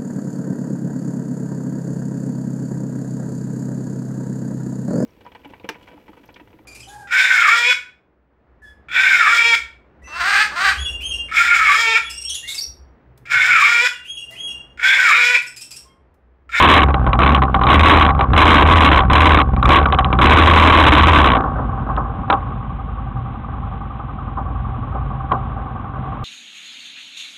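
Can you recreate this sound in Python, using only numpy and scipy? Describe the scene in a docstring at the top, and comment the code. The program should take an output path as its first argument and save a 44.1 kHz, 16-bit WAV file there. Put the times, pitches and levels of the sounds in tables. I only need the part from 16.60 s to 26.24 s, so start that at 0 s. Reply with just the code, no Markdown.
"""A quad bike revs in a river, its exhaust at the waterline: blip after blip, then a lumpy idle.
Each firing thumps in the silencer and puffs out gas, a muffled gurgle while water covers the pipe,
a hard bark when it blows clear. The exhaust pops and cracks; the idle adds a drone and a chuff.
The river is a steady bed with one tick of spray. A small narrow-band microphone overloads on the barks."""
import sys
import numpy as np
from scipy import signal
from scipy.fft import rfft, irfft
from scipy.io import wavfile

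SR = 44100
rng = np.random.default_rng(int(sys.argv[2]) if len(sys.argv) > 2 else 0)


def pcm_store(signal):
    """Save signal as 16-bit PCM."""
    levels = np.round(np.clip(np.atleast_2d(signal), -1, 1) * 32767)
    wavfile.write(sys.argv[1], SR, levels.astype(np.int16).T)


N = 425124
T = np.arange(N) / SR

# throttle blips: t/s, hold/s, target firing rate/Hz, pipe open/s, flooding decay/s, gas level/dB
BLIPS = [(-.2, 0.34, 78.8, 0.36, 0.1, 7.5), (.588, .14, 72, 0.16, .08, -5),
         (1.066, 0.32, 79.6, 0.377, 0.046, 3), (1.732, .17, 82.2, 0.2858, 0.064, 3.5),
         (2.02, .12, 88, 0.37, 0.044, -1), (2.497, 0.18, 81.4, .32, 0.011, -2.5),
         (3.053, .11, 77, 0.11, 0.085, 4), (3.586, 0.6, 79.7, 0.97, .08, 3),
         (4.37, .11, 85, .32, 0.08, 2.5)]
# accents on the four firings of a cycle: revved level/dB, idle level/dB
ACCENTS = [(3, -5.5), (1.5, -6), (-1, -4.5), (-0.5, -8.5)]
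# resonances rung by the gas: f/Hz, width/Hz, muffled level/dB, clear level/dB, pop level/dB
GAS_MODES = [(261.6, 58, 2.5, -23.5, -3.5), (309, 59, -15, 2, -2), (476, 760, -1.5, -9.5, -12.5),
             (782.8, 35.7, 9.5, -29.5, -0.5), (1024.4, 104, 1, 4, -0.5), (1108.2, 67, 8, 7.5, -5),
             (1136, 13, -34.5, -14.5, -1), (1507, 100, 0, -7, -28), (2196, 130, -41, -6.5, -25),
             (3040, 170, -38.5, -20, -20.5)]
MUFFLED, CLEAR, POP = 2, 3, 4  # its level columns
# tone colour of the river: f/Hz, relative level/dB
RIVER_SPECTRUM = [(100, 17), (250, 3.5), (400, -17.5), (700, 2), (1100, 11), (1500, -8), (1900, -2.5),
                  (2500, -4.5), (3300, -8), (4000, -18)]
# single exhaust pops and cracks, between the blips, during them and at idle:
# t/s, pop level/dB, snap level/dB
EXHAUST_POPS = [(.283, -10, -12), (.34, -8.5, 5.5), (.463, -4.5, -6), (.529, -3.5, 6), (.818, 0, -12),
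                (.942, 3.5, -8), (1.011, -3, -11), (1.033, -3, 4), (1.462, -8, 9), (1.487, -2, -17),
                (1.59, -3, -6), (1.607, -3, 6.5), (2.53, -6, 23.5), (2.786, 3, 0), (2.962, -22, -14),
                (3.026, -1, -15), (3.09, -2, 11), (3.255, 1.5, -1.5), (3.322, -6, 6.5), (3.385, 7, 7),
                (3.443, -13, 5), (3.526, -2, 1.5), (4.747, -6, -4), (4.836, -11, -27), (4.983, -15.5, -53),
                (5.288, -18, -45), (5.372, -9.5, -45), (5.699, 8.5, 1), (5.724, -1.5, -12),
                (7.771, -26, -48), (8.345, -33.5, -37), (8.71, -18.5, -34), (8.715, -8, -33)]
# the idle settles, then swells a little: t/s, gas gain/dB, thump gain/dB
IDLE_SWELL = [(4.9, 7, 6), (5.8, 3, 3.5), (6.15, -1, 1), (6.6, -1, 1.5), (7.5, -1, 0.5), (8.3, 1.5, 2),
              (9.64, 3, 1)]
# partials of the idle drone: multiple of the cycle rate, relative level/dB
DRONE_PARTIALS = [(1, -51), (2, -34.5), (3, -39), (4, -12), (5, 0.5), (6, -16), (7, -6), (8, -9.5),
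                  (9, -8.5), (10, -12), (11, -8), (12, -8), (13, -11.5)]

CRUISE_HZ, IDLE_HZ, LET_GO_S = 60.02, 43.2, 4.68  # firing rates on light throttle and once it is let go
SPIN_UP_S, SPIN_DOWN_S = .055, .18
CLEAR_S, SURGE_S = 0.038, 0.047  # gas shoves the water off the pipe, hardest at first
THUMP_LEAD_S = 0.037  # the thump builds against the water before the gas gets through
GAS_COVERED_DB, GAS_IDLE_DB, GAS_SURGE_DB = -26, -27, 3
THUMP_COVERED_DB, THUMP_CLEAR_DB, THUMP_IDLE_DB, THUMP_SURGE_DB = -18.5, -13.5, -20.5, 5.5
POP_DECAY_S, POP_SLOWER_DB = 0.0068, 29.5  # weak pops linger: decay at 0 dB, level drop that doubles it
CHUFF_S = 6.0  # one idle chuff lands here


def undb(db):
    """Decibels to gain."""
    return 10 ** (np.asarray(db) / 20)


def unit(x):
    """Scale to rms 1."""
    return x / np.sqrt(np.mean(x ** 2))


def butter(x, hz, kind, order=2):
    """Low-pass or high-pass."""
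    return signal.sosfilt(signal.butter(order, hz, kind, fs=SR, output="sos"), x)


def ring(x, hz, width_hz):
    """One resonance, gain 1 at its centre."""
    return signal.lfilter(*signal.iirpeak(hz, hz / width_hz, fs=SR), x)


def wander(rate_hz):
    """Random modulation that glides from value to value."""
    knots = rng.standard_normal(2000)
    return 1.9 * np.interp(T * rate_hz, np.arange(len(knots)), knots)


def puff(age, rise_s, decay_s):
    """Envelope of a flow that opens quickly and dies away."""
    age = np.maximum(age, 0)
    return (1 - np.exp(-age / rise_s)) * np.exp(-age / decay_s)


def firing_rate():
    """Firings per second: the engine spins up quickly on the throttle and runs down slowly off it."""
    moves = []
    for start, hold_s, hz, *_ in BLIPS:
        moves += [(start, hz, SPIN_UP_S), (start + hold_s, CRUISE_HZ, SPIN_DOWN_S)]
    rate = np.full(N, CRUISE_HZ)
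    for start, hz, lag_s in moves + [(LET_GO_S, IDLE_HZ, SPIN_DOWN_S)]:
        i = max(int(start * SR), 0)
        rate[i:] = hz + (rate[i] - hz) * np.exp((start - T[i:]) / lag_s)
    return rate


def exhaust_levels(idling):
    """Gas and thump envelopes in dB: each blip blows the pipe clear with a surge, then water returns."""
    def lift(age, open_s, flood_s, rise_db, surge_db):
        age = np.maximum(age, 0)
        clear = np.minimum(age / CLEAR_S, 1) * np.exp(-np.maximum(age - open_s, 0) / flood_s)
        return clear * (rise_db + surge_db * np.exp(-age / SURGE_S))
    gas_db, thump_db = np.zeros((2, N))
    thump_rise_db = THUMP_CLEAR_DB - THUMP_COVERED_DB
    for start, _, _, open_s, flood_s, db in BLIPS:
        gas_lift = lift(T - start, open_s, flood_s, db - GAS_COVERED_DB, GAS_SURGE_DB)
        thump_lift = lift(T - start + THUMP_LEAD_S, open_s, flood_s, thump_rise_db, THUMP_SURGE_DB)
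        gas_db, thump_db = np.maximum(gas_db, gas_lift), np.maximum(thump_db, thump_lift)
    times, gas_swell, thump_swell = np.transpose(IDLE_SWELL)
    gas_db += (1 - idling) * GAS_COVERED_DB + idling * (GAS_IDLE_DB + np.interp(T, times, gas_swell))
    thump_db += (1 - idling) * THUMP_COVERED_DB
    thump_db += idling * (THUMP_IDLE_DB + np.interp(T, times, thump_swell))
    return gas_db, thump_db


def engine():
    """Four firings a cycle drive the thump, the gas blast, and at idle the drone and the chuff."""
    rate = firing_rate()
    phase = np.cumsum(rate) / SR
    phase += -phase[int(CHUFF_S * SR)] % len(ACCENTS)  # a cycle begins at the chuff
    firing, age, cycles = phase.astype(int), phase % 1 / rate, phase / len(ACCENTS)
    idling = np.clip((62 - rate) / 15, 0, 1)  # crossfade: 0 revved, 1 at idle
    gas_db, thump_db = exhaust_levels(idling)
    revved_db, idle_db = np.array(ACCENTS)[firing % len(ACCENTS)].T
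    accent_db = (1 - idling) * revved_db + idling * idle_db
    low_end = thump(firing, age, idling, accent_db) + undb(-5) * idling * drone(cycles)
    gas = blast(firing, age, idling, gas_db, accent_db)
    return undb(thump_db) * low_end + gas + idling * chuff(cycles, rate)


def thump(firing, age, idling, accent_db):
    """Uneven pressure pulses boom in the silencer and bubble at the pipe's mouth."""
    level_jitter, time_jitter = rng.standard_normal((2000, 2))[firing].T
    size = undb((2.5 - idling) * level_jitter + .3 * accent_db)
    late_s = 0.0012 * np.abs(time_jitter)  # water holds some pulses back
    pulses = butter(size * puff(age - late_s, 0.0023, 0.0015), 28, "high")
    boom = unit(butter(pulses, 230, "low") + 9.5 * ring(pulses, 48.8, 5.5) + 4.25 * ring(pulses, 76.7, 20))
    churn = rng.standard_normal(N) * size * puff(age, 0.0021, .015)
    bubbling = unit(butter(butter(churn, 130, "high"), 246, "low", order=6))
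    return undb(4.97 * (1 - idling) - 14 * idling) * boom + undb(-11 - 1.8 * idling) * bubbling


def gas_noise(flow, voicing, top_hz, rush_db):
    """Turbulence follows the flow and rings the resonances over a plain rush; a flow of 1 gives rms 1."""
    def body(x):
        rings = sum(undb(mode[voicing]) * ring(x, mode[0], mode[1]) for mode in GAS_MODES)
        rush = undb(rush_db) * butter(x, 280, "high")
        return butter(rings + rush, top_hz, "low", order=8)
    noise = rng.standard_normal(N)
    return body(noise * flow + 1e-18) / np.std(body(noise[:SR]))


def blast(firing, age, idling, gas_db, accent_db):
    """A puff of gas per firing: weak flow gurgles under water, strong flow blows clear and barks."""
    level_jitter = rng.standard_normal(2000)[firing]
    size = undb((4.5 * (1 - idling) + 1.2 * idling) * level_jitter + accent_db)
    sharp = unit(puff(age, 0.00096, 0.0044) + 0.011) * choke()
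    soft = unit(puff(age, 0.00058, 0.031) + 0.58)
    flow = undb(gas_db - 1.5) * size * ((1 - idling) * sharp + idling * soft)
    clear = flow ** 4 / (flow ** 4 + undb(-5) ** 4)  # share of the flow that barks
    gurgle = gas_noise(flow * (1 - clear), MUFFLED, top_hz=1414, rush_db=-21)
    bark = gas_noise(flow * clear, CLEAR, top_hz=3370, rush_db=-10)
    return gurgle + undb(-5) * bark


def river(level_db=-40, splashes_per_s=900):
    """Steady rush of the current, grained by countless small splashes."""
    hits = rng.random(N) < splashes_per_s / SR
    splashes = hits * rng.standard_normal(N) * undb(2.5 * rng.exponential(size=N))
    wash = (rng.standard_normal(N) + undb(-7) * unit(splashes)) * undb(.6 * wander(9))
    hz, db = np.transpose(RIVER_SPECTRUM)
    colour = undb(np.interp(np.log(np.fft.rfftfreq(N, 1 / SR) + 1), np.log(hz), db))
    return undb(level_db) * unit(irfft(rfft(wash) * colour, N))


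def pop_cues(blip_pop_db=1, blip_snap_db=5):
    """The listed pops plus one as each blip starts: t/s, pop level/dB, snap level/dB."""
    return EXHAUST_POPS + [(start, blip_pop_db, blip_snap_db) for start, *_ in BLIPS if start > 0]


def choke(dip_db=-14, width_s=0.0058):
    """A quick duck just before each pop, as the water holds the gas back."""
    gain = np.ones(N)
    for start, _, _ in pop_cues():
        span = slice(int(start * SR) - SR // 10, int(start * SR))
        gain[span] *= undb(dip_db * np.exp(-((T[span] - start) / width_s) ** 2))
    return gain


def exhaust_pops():
    """Sudden shots of exhaust gas: a hollow pop, a crack on top, a short gurgling tail of water."""
    pop, snap, tail = np.zeros((3, N))
    for start, pop_db, snap_db in pop_cues():
        span = slice(int(start * SR), int(start * SR) + SR // 4)
        age = T[span] - start
        pop[span] += undb(pop_db) * puff(age, .0006, POP_DECAY_S * 2 ** (-pop_db / POP_SLOWER_DB))
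        snap[span] += undb(snap_db) * puff(age - .002, 0.00013, 0.0012)
        tail[span] += undb(-10 + .2 * pop_db) * puff(age, .006, 0.025)
    hollow = butter(gas_noise(pop, POP, top_hz=1530, rush_db=-34), 620, "high")
    crack = butter(snap * rng.standard_normal(N), 3300, "low", order=4)
    gurgle = butter(gas_noise(tail, MUFFLED, top_hz=1250, rush_db=-34), 400, "high", order=1)
    return hollow + crack + undb(6) * ring(crack, 2350, 60) + gurgle


def drone(cycles):
    """At idle the uneven firings sound the low multiples of the cycle rate, each one wavering."""
    tones = np.zeros(N)
    for multiple, db in DRONE_PARTIALS:
        gain = undb(db + 2.3 * wander(5))
        tones += gain * np.sin(2 * np.pi * (multiple * cycles + rng.random()) + 0.62 * wander(7.1))
    return unit(tones)


def chuff(cycles, rate, knock_db=-39, hoot_db=-41):
    """Once a cycle the idle gives a hollow hoot and a soft metallic knock, even but rough in pitch."""
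    def note(hz, roughness):
        return np.sin(2 * np.pi * hz * T + roughness * wander(110))
    age = cycles % 1 * len(ACCENTS) / rate
    knock = unit(note(hz=1165, roughness=1.0) * puff(age - .011, 0.0018, .008))
    hoot = unit(note(hz=778, roughness=.6) * puff(age, .002, 0.042))
    return undb(knock_db) * knock + undb(hoot_db) * hoot


def spray_drop(at_s=5.365, gain_db=-13):
    """A single drop of spray ticks close by."""
    tick = rng.standard_normal(N) * puff(T - at_s, .0001, 0.00074)
    return undb(gain_db) * butter(tick, 1200, "high")


def scene():
    """Engine, exhaust pops, spray and river in a mono mix."""
    return (engine() + exhaust_pops() + spray_drop() + river())[None]


def saturate(x, ceiling, knee):
    """Linear for small signals, flat at the ceiling."""
    return x / (1 + np.abs(x / ceiling) ** knee) ** (1 / knee)


def record(dry, band_hz=3940, top_hz=15900):
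    """The microphone overloads, the band narrows to speech width, and the overshoots clip once more."""
    crunch = butter(saturate(dry, ceiling=0.5, knee=13), 27, "high", order=1)
    narrow = signal.sosfilt(signal.cheby1(10, .3, band_hz, fs=SR, output="sos"), crunch)
    clipped = saturate(narrow, ceiling=0.71, knee=21)
    return signal.sosfilt(signal.ellip(8, .2, 70, top_hz, fs=SR, output="sos"), clipped)


dry = scene()
out = record(dry)
pcm_store(out)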